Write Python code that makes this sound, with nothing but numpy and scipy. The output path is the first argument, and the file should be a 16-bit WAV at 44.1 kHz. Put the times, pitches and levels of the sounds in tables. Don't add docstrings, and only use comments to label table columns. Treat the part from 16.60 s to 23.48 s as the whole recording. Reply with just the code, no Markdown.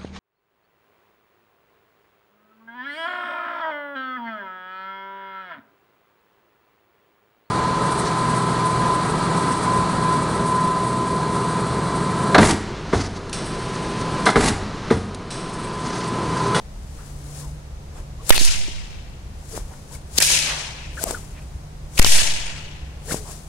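import sys
import numpy as np
from scipy import signal
from scipy.fft import rfft, irfft
from scipy.io import wavfile
from scipy.ndimage import uniform_filter1d

SR = 44100
rng = np.random.default_rng(int(sys.argv[2]) if len(sys.argv) > 2 else 0)


def master(y):
    cut = np.clip(np.atleast_2d(y).T, -1, 1)
    pcm = np.round(cut * 32767)
    wavfile.write(sys.argv[1], SR, pcm.astype(np.int16))


N = 303408
TIME = np.arange(N) / SR


def amp(db):
    return 10 ** (np.asarray(db) / 20)


def unit(x):
    return x / np.sqrt(np.mean(x ** 2) + 1e-20)


def read(points, hz):
    freqs, values = np.transpose(points)
    return np.interp(np.log(hz + 1), np.log(freqs + 1), values)


def pan(side_db):
    return amp(np.array([[side_db], [-side_db]]) / 2)


def add(mix, start_s, sound):
    part = mix[:, round(start_s * SR):][:, :sound.shape[1]]
    part += sound[:, :part.shape[1]]


def wander(hz, size):
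    freqs = np.fft.rfftfreq(N, 1 / SR)
    return unit(irfft(rfft(rng.standard_normal(N)) * np.exp(-(freqs / hz) ** 2), N))[:size]


def ripple(size, width):
    return unit(uniform_filter1d(uniform_filter1d(rng.standard_normal(size), width), width))


def swell(t, rise_s, fall_s):
    return np.exp(-np.where(t < 0, -t / rise_s, t / fall_s))


# freq_hz, share
MIC_SHADOW = [(400, 0.015), (1500, 0.28), (2500, 0.073), (4500, 1), (8000, 1), (13000, 0.49)]

def noise(colour, likeness, size, side_db=0):
    hz = np.fft.rfftfreq(size, 1 / SR)
    left, other = rfft(rng.standard_normal((2, size)))
    same = np.clip(read(likeness, hz), -1, 1)
    right = same * left + np.sqrt(1 - same ** 2) * other
    gain = amp(read(colour, hz)) * pan(side_db) ** read(MIC_SHADOW, hz)
    return unit(irfft(np.array([left, right]) * gain, size))


# freq_hz, level_db
TOWN_SPECTRUM = [(18, -9), (40, 2), (52, -6), (65, 3), (85, -7), (150, -12), (280, -23), (750, -25),
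                 (1200, -31), (2800, -37.5), (6500, -39), (10500, -46), (16000, -57)]
# freq_hz, correlation
TOWN_CORRELATION = [(30, 0.96), (300, 1), (1000, 0.11), (3000, 0.0065)]
# time_s, level_db
ENGINE_LEVELS = [(0.1, -55), (.45, -43.5), (0.86, -36), (1.15, -51), (1.55, -43.5), (2.0, -59),
                 (3.1, -52.5), (3.8, -40.5), (4.1, -49.5), (4.7, -46), (5.6, -43.5), (6.8, -46.5)]

def town(level_db=-36, surge_db=1.2, engine_hz=144.8, climb_hz_per_s=0.75, left_lag_s=0.00026):
    bed = noise(TOWN_SPECTRUM, TOWN_CORRELATION, N, side_db=3) * amp(level_db)
    rumble = signal.sosfiltfilt(signal.butter(2, 220, fs=SR, output="sos"), bed)
    pitch_hz = (engine_hz + climb_hz_per_s * TIME) * (1 + 0.004 * wander(5.1, N))
    phase = 2 * np.pi * np.cumsum(pitch_hz) / SR
    drone = unit(np.sin(phase) + amp(-19) * np.sin(2 * phase))
    engine = drone * amp(np.interp(TIME, *np.transpose(ENGINE_LEVELS)))
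    heave = rumble * (amp(surge_db * wander(17, N)) - 1)
    left, right = bed + heave + engine
    return np.array([np.roll(left, round(left_lag_s * SR)), right])


# peak_s, level_db, rise_s, fall_s, centre_hz
DISTANT_ECHOES = [(1.945, -29, 0.1, 0.016, 2740), (3.897, -24.5, 0.045, 0.047, 2600),
                  (3.911, -33.5, 0.036, 0.16, 910), (5.605, -28, .04, 0.026, 2150)]

def far_echoes(grain_db=1.5):
    out, size = np.zeros((2, N)), 32768
    t = (np.arange(size) - size // 2) / SR
    for s, db, rise, fall, hz in DISTANT_ECHOES:
        colour = [(hz / 6, -24), (hz / 2, -6), (hz, 0), (hz * 2.3, -9), (hz * 4, -40)]
        echo = noise(colour, [(500, 0.34), (2000, 0.088)], size)
        grain = unit(amp(grain_db * wander(200, size)))
        add(out, s + t[0], amp(db) * echo * grain * swell(t, rise, fall))
    return out


# peak_s, level_db, rise_s, fall_s, centre_hz
TURF_SCUFFS = [(0.395, -49, 0.015, 0.05, 1610), (1.812, -23, 0.0014, 0.0057, 290),
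               (2.084, -36, 0.0055, 0.0085, 377), (3.118, -43, 0.011, 0.019, 740),
               (3.14, -44, 0.006, 0.003, 1400), (4.785, -46, 0.03, 0.028, 2500),
               (6.685, -42, 0.023, 0.024, 910)]

def scuffs(grain_db=3):
    out, size = np.zeros((2, N)), 8192
    t = (np.arange(size) - size // 2) / SR
    for s, db, rise, fall, hz in TURF_SCUFFS:
        colour = [(hz / 4, -14), (hz, 0), (hz * 1.46, -11), (hz * 5, -42)]
        rub = noise(colour, [(300, 0.77), (3000, 0.7)], size)
        grain = unit(amp(grain_db * wander(370, size)))
        add(out, s + t[0], amp(db) * rub * grain * swell(t, rise, fall))
    return out


def trill(length_s, first_hz, last_hz, waver=0.065):
    progress = np.arange(0, length_s, 1 / SR) / length_s
    jitter = unit(uniform_filter1d(rng.standard_normal(4096), 40))[:len(progress)]
    pitch_hz = last_hz + (first_hz - last_hz) * (1 - progress) ** 2
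    phase = 2 * np.pi * np.cumsum(pitch_hz * (1 + waver * jitter)) / SR
    return unit(np.sin(phase) + amp(-12) * np.sin(2 * phase)) * np.sin(np.pi * np.sqrt(progress))


def stray_trills(size, count=110):
    out = np.zeros((2, size))
    draws = rng.uniform([.04, .012, 0, .75, -12], [.7, .035, 2.6, .92, 12], (count, 5))
    for s, length, octave, sink, side_db in draws:
        hz = 1300 * 2 ** octave
        add(out, s, amp(-19) * pan(side_db) * trill(length, hz, sink * hz))
    return out


# start_s, length_s, first_hz, last_hz, level_db, side_db
FENCE_TRILLS = [(1.725, 0.018, 2340, 1480, -26, -2), (1.749, 0.052, 2810, 2460, -29.5, 10),
                (1.773, 0.021, 4700, 4340, -22, 1), (1.793, .016, 4700, 3840, -22, -2),
                (3.612, 0.013, 1960, 1750, -24, -6), (3.627, 0.0091, 3110, 2250, -24.5, 5),
                (5.447, 0.014, 3590, 2300, -20.5, 1)]

def fence_trills():
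    out = np.zeros((2, N))
    for s, length, first_hz, last_hz, db, side_db in FENCE_TRILLS:
        add(out, s, amp(db) * pan(side_db) * trill(length, first_hz, last_hz))
    return out


SOUND_M_PER_S, NEAR_DELAY_S = 343, 0.021
# peak_s, level_db, rise_s, fall_s, centre_hz, bass_db, side_db
FENCE_SLAPS = [(1.7455, -16.5, 0.00098, 0.0025, 9500, 6, 8), (1.754, -19.5, 0.0039, 0.028, 3600, -7, 8),
               (1.7635, -19, 0.0076, 0.0042, 10100, 3, 12), (1.7789, -10, 0.00063, 0.0014, 3830, 6, 11),
               (1.8502, -15, 0.0005, 0.007, 7750, -35, 1), (3.6042, -12, 0.002, 0.003, 8000, -4, -6),
               (3.6235, -11, 0.0035, 0.0083, 5340, -8, 13), (3.6245, -9, 0.0011, 0.0028, 11000, -16, 10),
               (3.704, -17, 0.0072, 0.0076, 6000, -9, 0), (5.418, -21, .001, .003, 6000, -8, 2),
               (5.4275, -10.5, 0.00065, 0.0009, 7500, -1, 14),
               (5.4462, -5.5, 0.00044, 0.0032, 4650, -0.5, 4),
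               (5.4648, -11.5, 0.00072, 0.00062, 2820, 8, -2)]

def fence_slaps():
    out = np.zeros((2, N))
    for s, *_ in FULL_CRACKS:
        add(out, *shock(s + NEAR_DELAY_S, db=-19, rise_s=0.0042, fall_s=0.022, centre_hz=2170,
                        hump_db=10.5, bass_db=-7, side_db=10))
    for *burst, bass_db, side_db in FENCE_SLAPS:
        add(out, *shock(*burst, hump_db=10.5, bass_db=bass_db, side_db=side_db, octaves=0.65))
    return out


def bars(crack_s, size, count=200, spacing_m=0.127, crooked=0.12, shade_m=5, reach_m=13, uneven_db=4):
    out = np.zeros((2, size))
    slap_paths = [(s - crack_s, 0, -5) for s, *_ in FENCE_SLAPS if 0 < s - crack_s < 0.1]
    for delay_s, db, side_db in [(NEAR_DELAY_S, 3, -12)] + slap_paths:
        distance_m = SOUND_M_PER_S * delay_s / 2
        along_m = spacing_m * (np.arange(count) + crooked * rng.standard_normal((2, count)))
        path_m = np.hypot(distance_m, along_m)
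        strength = np.tanh(along_m / shade_m) * np.exp(-(along_m / reach_m) ** 2)
        strength *= amp(uneven_db * rng.standard_normal((2, count)))
        arrival = np.clip(np.round(2 * path_m / SOUND_M_PER_S * SR).astype(int), 0, size - 1)
        clicks = amp(db) * pan(side_db) * strength * distance_m / path_m
        np.add.at(out, (np.arange(2)[:, None], arrival), clicks)
    return out


def comb(echoes, depth_db=1.8):
    spectrum = rfft(echoes)
    notches = unit(amp(depth_db * np.minimum(ripple(spectrum.shape[1], 45), 1)))
    return irfft(spectrum * notches, echoes.shape[1])


def wash_level(t, fence_db, delay_s, hold_s, trees_db, fence_db_per_s=74.5, trees_db_per_s=40):
    def attack(start_s, length_s):
        return np.clip((t - start_s) / length_s, 0, 1)
    onset_s = 0.0036
    near_fence = amp(-24) * attack(NEAR_DELAY_S - onset_s, onset_s)
    fence = np.maximum(near_fence, attack(delay_s, onset_s))
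    fence *= amp(fence_db - fence_db_per_s * np.maximum(t - hold_s, 0))
    trees = attack(NEAR_DELAY_S, 0.44) * amp(trees_db - trees_db_per_s * t)
    return np.hypot(fence, trees)


# freq_hz, level_db
WASH_SPECTRUM = [(120, -29), (200, -10), (372, -17.5), (598, -4), (816, -7.5), (894, -0.5), (1180, -11.5),
                 (1630, -2), (2720, 4), (4140, -1.5), (6420, -3.5), (9780, -13), (13100, -34), (15000, -55)]
# freq_hz, change_db_per_s
WASH_DARKENING = [(200, 4), (900, 25.5), (2700, 22), (5000, 1), (8000, -10), (12000, -37), (16000, -88)]

def wash(crack_s, treble_side_db, colour_age_s=0.4561, drift_db_per_s=10, patchy_db=1.1):
    size = round(1.4 * SR)
    echoes = bars(crack_s, size)
    echoes += amp(-17 + 0.28 * wander(1600, size)) * rng.standard_normal((2, size))
    echoes /= np.sqrt(uniform_filter1d((echoes ** 2).mean(0), 1500))
    hz, age, spectra = signal.stft(comb(echoes + stray_trills(size)), SR, nperseg=512)
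    same = read([(300, 1.0), (1000, 0.0074)], hz)[:, None]
    spectra[1] = same * spectra[0] + np.sqrt(1 - same ** 2) * spectra[1]
    spectra *= pan(treble_side_db + drift_db_per_s * age) ** read(MIC_SHADOW, hz)[:, None]
    colour = amp(read(WASH_SPECTRUM, hz)[:, None] + read(WASH_DARKENING, hz)[:, None] * (age - colour_age_s))
    patches = unit(uniform_filter1d(uniform_filter1d(rng.standard_normal(colour.shape), 14, 0), 3, 1))
    spectra *= colour / np.sqrt(np.mean(colour ** 2, 0)) * amp(patchy_db * patches)
    return signal.istft(spectra, SR, nperseg=512)[1][:, :size]


# start_s, fence_db, delay_s, hold_s, trees_db, treble_side_db
FULL_CRACKS = [(1.7038, -21, 0.084, 0.13, -22.5, 5.5), (3.5867, -17.5, 0.023, 0.16, -16.5, 3.5),
               (5.398, -18, 0.055, 0.2, -15.5, 4)]

def fence_washes(clump_db=1.15):
    out = np.zeros((2, N))
    for s, *shape, side_db in FULL_CRACKS:
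        tail = wash(s, side_db)
        size = tail.shape[1]
        clumps = amp(clump_db * wander(110, size))
        add(out, s, tail * wash_level(TIME[:size], *shape) * clumps)
    return out


def vortex(hz, breath_db, flutter_hz, waver=0.035):
    size = len(hz)
    phase = 2 * np.pi * np.cumsum(hz * (1 + waver * wander(270, size))) / SR
    return unit(np.sin(phase) + amp(breath_db) * wander(flutter_hz, size) * np.cos(phase))


# middle_s, length_s, pitch_hz, glide_octaves_per_s, level_db
THONG_WHISTLES = [(0.853, 0.11, 958, -7, -51), (1.61, 0.052, 1093, -1, -48), (1.633, 0.05, 467, 4.5, -46.5),
                  (2.943, 0.04, 441, 2, -36.5), (3.322, 0.038, 967, 9, -50), (3.355, 0.014, 2200, -14, -47),
                  (3.591, 0.012, 4270, 94, -28), (4.379, .018, 1370, 8, -38),
                  (4.379, 0.021, 1690, 22, -34.5), (4.393, 0.015, 1600, -8, -33),
                  (4.421, 0.028, 650, 11, -37), (4.468, 0.026, 655, -8, -30.5),
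                  (4.532, 0.0232, 510, -5, -36), (4.48, 0.041, 1137, -14.5, -42),
                  (4.549, 0.012, 1490, -7, -27.5), (4.569, 0.035, 1344, -5.5, -42.5),
                  (5.381, 0.014, 2560, 25, -28), (6.496, 0.03, 1750, 9, -41), (6.512, 0.011, 1450, 54, -29),
                  (6.494, 0.057, 455, 9, -42), (6.522, 0.014, 2080, 7, -35), (6.597, 0.14, 433, -2, -44)]

def whistles(side_db=5):
    out = np.zeros((2, N))
    for s, length, hz, glide, db in THONG_WHISTLES:
        t = np.arange(-length / 2, length / 2, 1 / SR)
        tone = vortex(hz * 2 ** (glide * t), breath_db=-8, flutter_hz=284)
        add(out, s + t[0], amp(db) * tone * np.sqrt(np.hanning(len(t))) * pan(side_db))
    return out


# freq_hz, level_db
TIP_HISS = [(200, -25), (1200, -5), (2700, -5.5), (4200, -1), (7000, 4), (9500, 2.5), (11500, -2),
            (13000, -14), (15700, -9)]
# freq_hz, level_db
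THONG_RUSH = [(100, 7.5), (500, 5.5), (1000, 1.9), (3000, -10), (8000, -49)]
# peak_s, hiss_db, rise_s, fall_s, rush_over_hiss_db, hum_hz
THONG_PASSES = [(.48, -52, 0.28, 0.095, -1, 493), (.805, -42.5, 0.12, 0.06, -3.5, 561),
                (1.385, -51.5, 0.038, 0.033, 9.5, 786), (2.925, -44, 0.066, .026, -10, 434),
                (2.967, -37.5, 0.023, 0.025, 1, 461), (3.134, -55.5, 0.09, 0.12, -1, 600),
                (3.351, -40.5, 0.029, 0.015, -3.5, 514), (4.437, -30, 0.034, 0.0033, -6.5, 726),
                (4.488, -32, 0.0246, 0.052, -0.5, 600), (6.525, -26, 0.026, 0.017, -4.5, 614),
                (6.572, -38, 0.023, 0.016, -4.5, 453), (6.714, -42, 0.055, 0.051, -6, 760)]

def swishes(side_db=9.5, linger_db=-26.5, linger_s=0.4, hum_lead_s=0.016, db_per_octave=25.5):
    hiss = noise(TIP_HISS, [(2000, 0.024)], N) * amp(wander(76, N))
    rush = noise(THONG_RUSH, [(300, 0.82), (2000, 0.14)], N) * amp(0.5 * wander(47, N))
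    run_ups = [(s - 0.0091, -31, 0.0245, 0.0089, -11, 544) for s, *_ in FULL_CRACKS]
    out, t = np.zeros((2, N)), np.arange(-SR // 3, SR // 3) / SR
    for s, db, rise, fall, rush_db, top_hz in list(THONG_PASSES) + run_ups:
        field_return = amp(linger_db) * swell(TIME - s, rise, linger_s)
        level = swell(TIME - s, rise, fall) + field_return
        out += amp(db) * level * (hiss * pan(side_db) + amp(rush_db) * rush)
        effort = swell(t, rise, fall)
        pitch_hz = top_hz * 2 ** (20 * np.log10(effort + 1e-9) / db_per_octave)
        hum = vortex(pitch_hz, breath_db=-10, flutter_hz=130)
        hum_db = db + rush_db - 6 + 0.13 * (db + 25)
        add(out, s - hum_lead_s + t[0], amp(hum_db) * effort * hum * pan(0.83))
    return out


# middle_s, peak_db, half_width_s, side_db
TIP_FLICKS = [(1.7056, -1, 0.00028, -11), (2.977, -18.5, 0.00043, 2.5), (3.5868, -17.5, 0.00073, -7),
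              (4.4404, -18.5, 0.00053, -11.5), (4.5095, -16.5, 0.00036, 2), (6.5234, -20.5, 0.0015, 0),
              (6.5448, -14, 0.00063, 3)]

def flicks():
    out = np.zeros((2, N))
    for s, db, half_width, side_db in TIP_FLICKS:
        offset = (TIME - s) / half_width
        out += amp(db) * pan(side_db) * 3 * offset / (1 + offset ** 2) ** 2
    return out


# freq_hz, level_db
SHOCK_SPECTRUM = [(60, -37), (250, 5), (1000, 2.5), (3000, -0.5), (7500, -4), (11000, -5), (16000, -15.5)]

def shock(s, db, rise_s, fall_s, centre_hz, hump_db, bass_db, side_db, octaves=0.56, ragged_db=2.5):
    size = 4096
    t = (np.arange(size) - size // 4) / SR
    hz = np.geomspace(40, 18000, 60)
    hump = np.exp(-(np.log2((hz + 1) / centre_hz) / octaves) ** 2)
    colour = read(SHOCK_SPECTRUM, hz) + hump_db * hump + bass_db / (1 + (hz / 1300) ** 2)
    burst = noise(np.transpose([hz, colour]), [(500, 0.61), (2000, 0.044)], size, side_db)
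    fronts = amp(ragged_db * ripple(size, 16))
    level = swell(t, rise_s, fall_s)
    return s + t[0], amp(db) * unit(burst * fronts * level) * np.sqrt(np.mean(level ** 2))


# peak_s, level_db, rise_s, fall_s, centre_hz, hump_db, bass_db
TIP_SHOCKS = [(1.6945, -5, 0.0002, 0.0022, 10700, 10, -20), (1.7053, -1, 0.00088, 0.0025, 3020, 5.5, 2),
              (3.5854, -5, 0.0045, 0.0026, 5170, 6.5, -21), (4.4397, -8.5, 0.00057, 0.00072, 9900, 12, -36),
              (4.509, -20, 0.0006, 0.0036, 8100, 12, 2), (5.379, -20.5, 0.0033, 0.01, 2420, 8, -14),
              (5.392, -10, 0.0018, 0.0048, 10500, 1, -6.5), (5.3955, 0.5, 0.00025, 0.0011, 910, 5, -1.5)]

def cracks():
    out = np.zeros((2, N))
    for row in TIP_SHOCKS:
        add(out, *shock(*row, side_db=6))
    return out


# start_s, left_full_scale, right_full_scale
MIC_JOLTS = [(1.7051, 0.38, -0.9), (1.7774, 0.27, -0.17), (5.3959, -0.71, -0.63), (5.445, -0.23, -0.12),
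             (5.4648, 0.083, -0.33)]

def jolts(rise_s=0.00016, settle_s=0.15, swing_hz=3.09, lead_rad=0.49):
    out, t = np.zeros((2, N)), np.arange(SR) / SR
    jump = (1 - np.exp(-t / rise_s)) * np.exp(-t / settle_s)
    swing = np.cos(2 * np.pi * swing_hz * t + lead_rad) / np.cos(lead_rad)
    for s, left, right in MIC_JOLTS:
        add(out, s, np.array([[left], [right]]) * jump * swing)
    return out


def scene():
    whip = swishes() + whistles() + flicks() + cracks()
    return whip + fence_slaps() + fence_trills() + far_echoes() + scuffs() + town() + fence_washes()


def record(dry, edge_hz=15850):
    clipped = np.clip(dry + jolts(), -1, 1)
    lowpass = signal.firwin(511, edge_hz, window=("kaiser", 9), fs=SR)
    return signal.oaconvolve(clipped, lowpass[None], "same")


dry = scene()
out = record(dry)
master(out)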